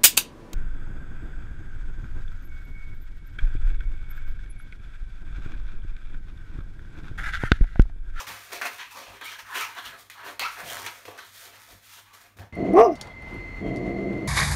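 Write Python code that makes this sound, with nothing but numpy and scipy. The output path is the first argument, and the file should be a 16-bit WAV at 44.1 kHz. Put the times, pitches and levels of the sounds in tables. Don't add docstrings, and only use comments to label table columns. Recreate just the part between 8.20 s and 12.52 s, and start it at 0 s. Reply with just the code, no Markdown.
import sys
import numpy as np
from scipy import signal
from scipy.fft import rfft, irfft
from scipy.io import wavfile
from scipy.ndimage import uniform_filter1d

SR = 44100
rng = np.random.default_rng(int(sys.argv[2]) if len(sys.argv) > 2 else 0)


def digitize_waveform(pressure):
    field = np.atleast_2d(pressure).T
    bounded = np.clip(field, -1, 1)
    quanta = np.round(bounded * 32767).astype(np.int16)
    wavfile.write(sys.argv[1], SR, quanta)


N = 190732


def amp(db):
    return 10 ** (np.asarray(db) / 20)


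def unit_rms(x):
    return x / np.sqrt(np.mean(x ** 2) + 1e-20)


def at_hz(points, hz):
    f, value = np.transpose(points)
    return np.interp(np.log(hz + 1), np.log(f + 1), value)


def add(mix, start, sound):
    part = mix[round(start * SR):][:len(sound)]
    part += sound[:len(part)]


def coloured(x, spectrum):
    return unit_rms(irfft(rfft(x) * amp(at_hz(spectrum, np.fft.rfftfreq(N, 1 / SR))), N))


def resonate(x, hz, width):
    turn = np.exp(2j * np.pi * np.cumsum(hz * np.ones(len(x))) / SR)
    pole = np.exp(-np.pi * width / SR)
    return 2 * (turn * signal.lfilter([1 - pole], [1, -pole], x / turn + 1e-18)).real


def band(x, hz, width, second_width):
    return unit_rms(resonate(resonate(x, hz, width), hz, second_width))


def wander(seconds):
    size = max(round(seconds * SR), 2)
    return unit_rms(uniform_filter1d(uniform_filter1d(rng.standard_normal(N), size), size))


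# (frequency [Hz], relative level [dB])
ROOM_TONE = [(15, -36), (25, 18.5), (97, -7), (153, -4.5), (249, 0.5), (463, -12), (1290, -4.5),
             (6210, -28), (7710, -31), (13600, -22), (16000, -24)]
def room_tone():
    return amp(-66.5 + 0.33 * wander(0.44)) * coloured(rng.standard_normal(N), ROOM_TONE)


# (time [s], level [dB])
HUM_LEVELS = [(0.0, -66), (0.11, -55), (0.2, -67), (0.81, -68), (0.9, -58), (1.02, -68), (2.33, -66),
              (2.66, -55), (2.79, -75), (2.91, -56), (2.98, -76), (3.09, -67), (3.5, -67), (3.57, -59),
              (3.62, -69.5), (4.13, -66.5), (4.23, -46.5), (4.32, -72)]
def hum(hz=99.9, waver_db=2.5, swell_s=0.03):
    tone = band(rng.standard_normal(N), hz, 2.7, 36)
    tone /= np.sqrt(0.29 + abs(uniform_filter1d(tone ** 2, size=1320)))
    level_db = np.interp(np.arange(N) / SR, *np.transpose(HUM_LEVELS))
    level = amp(level_db + waver_db * wander(0.024))
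    age = np.arange(SR // 2) / SR / swell_s
    for start, db, *_ in BUMPS:
        add(level, start, amp(db - 14) * age ** 2 * np.exp(1 - age ** 2))
    return level * tone


# (frequency [Hz], t60 [s])
ROOM_DECAY = [(300, 0.29), (2000, 0.36), (6000, 0.22), (15000, 0.049)]
def room_echoes(x):
    taps = np.zeros(SR // 2)
    slots = np.arange(180, SR // 2 - 20, 20)
    taps[slots + rng.integers(0, 20, len(slots))] = rng.choice([-1., 1.], len(slots))
    hz, t, spectra = signal.stft(taps, SR, nperseg=256)
    decay = amp(-60 * t / at_hz(ROOM_DECAY, hz)[:, None])
    tail = signal.istft(spectra * decay, SR, nperseg=256)[1]
    return signal.fftconvolve(x, tail / np.linalg.norm(tail))[:N]


# (time [s], level [dB], pitch [Hz], t60 [s], thud relative to tone [dB])
BUMPS = [(0.069, -56.5, 62.7, 0.48, 4), (0.878, -47.5, 43.6, 0.31, -4), (1.219, -53, 56.5, 0.2, -14),
         (1.657, -55, 54.4, 0.36, 1), (2.216, -49, 40.4, 0.27, -27), (2.427, -58, 78.5, 0.78, 10),
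         (2.606, -61, 79, 0.15, 1), (3.521, -48.5, 44.3, 0.22, -2), (4.16, -45, 74.5, 0.1, -1),
         (4.187, -36.5, 79.3, 0.19, -4.5), (4.217, -46.5, 77.4, 0.33, -7)]
def bumps():
    out, t = np.zeros(N), np.arange(SR // 3) / SR
    for start, db, hz, t60, thud_db in BUMPS:
        puff = resonate(resonate(rng.standard_normal(len(t)), 157, 280), 166, 420)
        thud = amp(thud_db - 1.5) * unit_rms(puff)
        envelope = amp(db + 0.5 - 60 * t / t60) * (1 - np.exp(-t / 0.01))
        add(out, start, envelope * (np.sin(2 * np.pi * hz * t) + thud))
    return out


# (time [s], crack level [dB], knock level [dB])
SNAPS = [(0.069, -29, -36), (0.3192, -31, -33), (0.3323, -19, -24), (0.4144, -20, -17), (0.4195, -24, -22),
         (0.4316, -26, -42), (0.4393, -26, -27), (0.4536, -24, -20), (0.4586, -19, -20), (0.4654, -27, -31),
         (0.5853, -31, -34), (0.713, -38, -46), (1.0134, -31, -33), (1.1208, -31, -35), (1.1874, -34, -53),
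         (1.3553, -26, -23), (1.3762, -22, -22), (1.3833, -23, -40), (1.4093, -20, -39), (1.4131, -20, -28),
         (1.5516, -34, -46), (1.6588, -27, -43), (1.9005, -28, -39), (2.1957, -14, -22), (2.4048, -29, -31),
         (2.4787, -25, -48), (2.4897, -24, -35), (2.502, -22, -38), (2.5096, -23, -49), (2.5167, -21, -31),
         (2.5254, -21, -38), (2.5325, -17, -32), (2.5457, -19, -29), (2.5561, -21, -34), (2.5697, -21, -24),
         (2.5976, -23, -30), (2.6194, -23, -33), (2.6289, -27, -34), (2.6554, -25, -31), (2.6637, -19, -22),
         (2.8538, -40, -38), (2.8807, -43, -33), (2.9782, -32, -35), (2.9893, -34, -30), (4.1874, -44, -38),
         (4.2177, -43, -39)]
def snaps():
    out, t = np.zeros(N), np.arange(1200) / SR
    jolt = 1.5 * np.cos(2 * np.pi * 7800 * t) * np.exp(-t / 6.5e-5)
    for start, crack_db, knock_db in SNAPS:
        noise = rng.standard_normal(len(t))
        crack = jolt + 0.099 * noise * amp(-60 * t / 0.0073) + 0.021 * noise[::-1] * amp(-60 * t / 0.043)
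        knock_hz = 1700 * np.exp(0.13 * noise[-2])
        knock = 1.3 * np.sin(2 * np.pi * knock_hz * t) * amp(-60 * t / 0.004)
        snap = np.sign(noise[-1]) * (amp(crack_db) * crack + amp(knock_db) * knock)
        add(out, start, snap)
        add(out, start + 0.0028, amp(-10) * snap)
    low_cut = signal.butter(2, 600, 'high', fs=SR, output='sos')
    return signal.sosfilt(low_cut, out)


def squeak(start=2.205, climb_s=0.055, peak_s=2.262, slow_hz=429.4, sing_hz=1350):
    t = np.arange(N) / SR
    climb = np.clip((t - start) / climb_s, 0, 1)
    hz = slow_hz + (sing_hz - slow_hz) * np.sin(np.pi / 2 * climb) ** 2
    db_per_s = np.where(t < peak_s, 410, -450)
    db = -24.5 + db_per_s * (t - peak_s) + 3 * wander(0.002)
    phase = 2 * np.pi * np.cumsum(hz * (1 + 0.0284 * wander(0.0027))) / SR
    return amp(db) * np.minimum(5 * climb, 1) * (np.sin(phase) + 0.24 * np.sin(2 * phase))


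# (time [s], length [s], first pitch [Hz], last pitch [Hz], level [dB])
PATCH_RINGS = [(.415, 0.03, 1520, 1500, -41), (1.021, 0.012, 1660, 1660, -41.5),
               (1.039, 0.066, 2040, 2570, -42), (1.122, 0.012, 1660, 1670, -43),
               (1.146, 0.03, 1650, 1560, -47), (1.185, 0.01, 1650, 1690, -41),
               (1.286, 0.049, 1064, 990, -48), (1.338, 0.035, 965, 1100, -41),
               (1.362, 0.023, 2870, 3020, -42), (1.396, 0.062, 1370, 1270, -36),
               (1.412, 0.032, 2270, 2390, -35.5), (1.568, 0.026, 936, 900, -42.5),
               (2.208, 0.03, 2210, 2100, -39), (2.228, 0.023, 2440, 2650, -33.5),
               (2.885, 0.012, 455, 463, -42), (2.981, 0.019, 1560, 1540, -46.5)]
def patch_rings():
    out = np.zeros(N)
    noises = rng.standard_normal((len(PATCH_RINGS), 6000))
    for (start, length, first_hz, last_hz, db), noise in zip(PATCH_RINGS, noises):
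        size = int(length * SR)
        tone = band(noise[:size], np.linspace(first_hz, last_hz, size), 85, 170)
        add(out, start, amp(db) * tone * signal.windows.tukey(size, 0.7))
    return out


def slips(per_s, spread_db):
    signs = np.sign(rng.standard_normal(N)) * (rng.random(N) < per_s / SR)
    return unit_rms(signs * amp(spread_db * np.minimum(rng.exponential(1, N), 4)))


def balloon_body(drive, modes):
    out = np.zeros(N)
    for k, (hz, width, db) in enumerate(modes):
        share = (-1) ** k * amp(db + 3.12 * wander(0.064))
        out += share * resonate(resonate(drive, hz, width), hz, 1.83 * width)
    return unit_rms(out)


# (time [s], rise [s], tube level [dB], fade [dB/s], skin [dB], swish [dB], hollow [dB])
STROKES = [ (0.0, 0.0011, -38, 278, 1, -5.5, -5), (0.067, 0.013, -39.5, 139, 3, -2.5, -11),
           (.19, 0.071, -51.5, 200, 5, 6.5, -6), (.13, 0.048, -49.5, 100, -2, -1.5, -7),
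           (.24, .07, -50.5, 100, 3, -2, -2), (.319, 0.012, -40.5, 133, 5.5, -2, -0.5),
           (0.416, 0.0046, -29, 400, -3, -13, -7), (0.434, 0.034, -31.5, 440, 1, -8, -4.5),
           (.49, 0.045, -47.5, 50, 1, -1, -9), (0.581, 0.028, -37, 247, 4, -16, -17.5),
           (.70, 0.02, -49, 150, -2, -1.5, -20), (.745, 0.028, -43.5, 44.5, 2, -6.5, -3),
           (.84, 0.044, -48, 69.6, 4, -10.5, -3), (1.011, .003, -39.5, 110, -2.5, -17, -8.5),
           (1.035, .02, -48.5, 200, 5, 5, -8), (1.06, .03, -47.5, 100, 6, -2.5, -9.5),
           (1.11, 0.026, -46.5, 330, 6.5, -4.5, -8.5), (1.189, .003, -46.5, 253, 4, -4, -12),
           (1.241, 0.15, -39, 200, -7, -9.5, -14), (1.342, 0.026, -32.5, 111, 3, -4, -9),
           (1.38, 0.047, -34, 150, 2.5, -4.5, -14.5), (1.45, 0.017, -43, 110, 0, -23, -13.5),
           (1.552, 0.037, -36.5, 394, 0, -14, -9), (1.6, 0.057, -41.5, 150, -5, -9, -19),
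           (1.646, 0.018, -41, 248, 5, -4.5, -11), (1.68, .02, -46, 150, 2, -7, -14),
           (1.71, 0.025, -49, 150, -1, -10, -2), (1.77, 0.028, -52.5, 243, -7, 2, -7),
           (1.898, 0.002, -58.5, 155, 13.5, 7, -16), (1.94, 0.063, -44, 59.6, -8.5, -18, -13),
           (2.03, .054, -37.5, 227, -5, -10.5, -4.5), (2.194, 0.0014, -36.5, 62.6, 6.5, -3, -11),
           (2.21, 0.029, -29.5, 293, 1.5, -18, -27), (2.3, 0.026, -47.5, 55, -10, -3, -16),
           (2.355, 0.048, -36, 210, -6, -10, -9.5), (2.431, 0.086, -52.5, 50, 15.5, 11, 10.5),
           (2.49, 0.052, -42, 40, 4, -4, -4.5), (2.663, 0.0028, -36.5, 302, 7.5, -7, -8),
           (2.69, 0.026, -49, 119, 1.5, -0.5, -6.5), (2.851, 0.0035, -46.5, 300, 0, -3.5, -3.5),
           (2.88, 0.0025, -43.5, 132, -4.5, -8.5, 1.5), (2.92, 0.031, -53, 60, -2, -8, 2),
           (2.977, .008, -44, 123, 0, -9, -14), (3.04, .02, -58.5, 97.3, 5, 5.5, -8),
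           (3.11, 0.054, -62.5, 40, 9.5, 13.5, 0.5), (3.19, 0.065, -56, 100, 5, 9.5, 0.5),
           (3.26, 0.021, -56.5, 150, 3, -0.5, 3), (3.31, 0.043, -52, 89, 2.5, -4, -4),
           (3.385, 0.023, -58, 80, 3, 4.5, -8), (3.47, 0.047, -55, 163, -4, 2.5, -0.5),
           (3.61, 0.1, -62, 30, 7, 10.5, -12), (3.7, 0.036, -60, 62.5, 7, 9, -19),
           (3.76, 0.032, -53, 604, 5, 0.5, -2.5), (3.84, 0.07, -56, 100, -2, -11, -23),
           (3.928, 0.015, -52.5, 149, -1, -1.5, -9.5), (4.0, 0.019, -58.5, 250, 0, 4.5, -1.5),
           (4.03, 0.031, -57.5, 222, -2, -2.5, -2.5), (4.167, 0.0058, -56, 600, -10, -0.5, -4),
           (4.186, 0.0085, -52, 201, 2.5, -3.5, -2), (4.205, 0.014, -46.5, 343, -8, -13.5, 6)]
def strokes(duck_db=-6):
    power = np.zeros((4, N))
    fade_ratios = np.array([[1], [1.005], [0.75], [0.94]])
    for start, rise, db, db_per_s, skin_db, swish_db, hollow_db in STROKES:
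        at = round(start * SR)
        t = np.arange(min(N - at, SR)) / SR
        swell = np.minimum(t / rise, 1)
        power[:, at:at + SR] *= amp(duck_db * swell) ** 2
        peak_db = db + np.array([[0], [skin_db], [swish_db], [hollow_db]])
        level_db = peak_db - fade_ratios * db_per_s * np.maximum(t - rise, 0)
        level_db[1] += 7.5 * np.exp(-t / 0.0059)
        power[:, at:at + SR] += (swell ** 0.65 * amp(level_db)) ** 2
    return np.sqrt(power)


# (frequency [Hz], width [Hz], level [dB])
TUBE_MODES = [(933, 233, -3), (1183.6, 124, -2.5), (1246, 96, 1.5), (1575, 525, -3.5)]
SKIN_MODES = [(1964, 750, -5), (2633, 420, 4.5), (2990, 820, -2.5), (4245, 670, -3), (5660, 1280, -7.5)]
HOLLOW_MODES = [(283, 118, -5.5), (410, 131, -3), (514, 155, -1.5), (707, 115, 4)]
# (frequency [Hz], relative level [dB])
CLOTH_SPECTRUM = [(590, -62), (1000, -34), (1220, -5.5), (2500, -8), (2810, -13.5), (3390, -5),
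                  (15000, -11.5), (15900, -19), (16500, -46)]
def rubbing():
    tube_level, skin_level, swish_level, hollow_level = strokes()
    grit = np.clip(0.4 + 0.16 * wander(0.03), 0, 1)
    patch_hz = 2306 * (1 + 0.082 * wander(0.084))
    clicks = slips(per_s=600, spread_db=2.5)
    friction = grit * clicks + np.sqrt(1 - grit ** 2) * rng.standard_normal((4, N))
    on_tubes, on_skin, on_hollow, on_cloth = friction
    patch = amp(-9) * band(on_skin, patch_hz, 580, 1030)
    skin = amp(-2) * skin_level * (balloon_body(on_skin, SKIN_MODES) + patch)
    tubes = tube_level * balloon_body(on_tubes, TUBE_MODES)
    hollow = amp(-1.96) * hollow_level * balloon_body(on_hollow, HOLLOW_MODES)
    flicker = amp(3 + 0.46 * wander(0.0045))
    crackle = 0.24 * slips(per_s=250, spread_db=0.5)
    swish = swish_level * flicker * coloured(on_cloth + crackle, CLOTH_SPECTRUM)
    return amp(-1.5 + 0.81 * wander(0.035)) * (tubes + skin + hollow + swish)


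def scene():
    rub = rubbing() + squeak() + patch_rings()
    snap = snaps()
    echoes = room_echoes(amp(-11) * rub + amp(-14.5) * snap)
    return (rub + snap + echoes + bumps() + hum() + room_tone())[None]


# (frequency [Hz], width [Hz], gain [dB])
HOUSING_DIPS = [(5250, 1550, -3), (7890, 650, -4), (10510, 1080, -3.5)]
def record(dry, low_hz=40, high_hz=15750):
    hz = np.fft.rfftfreq(N, 1 / SR)
    dips = amp(sum(db * np.exp(-((hz - centre) / width) ** 2) for centre, width, db in HOUSING_DIPS))
    roll_off = 1 / np.sqrt(1 + (low_hz / (hz + 1)) ** 16)
    heard = irfft(rfft(dry) * dips * roll_off, N)
    band_limit = signal.firwin(511, high_hz, window=("kaiser", 9), fs=SR)
    return signal.oaconvolve(heard, band_limit[None], "same")


dry = scene()
out = record(dry)
digitize_waveform(out)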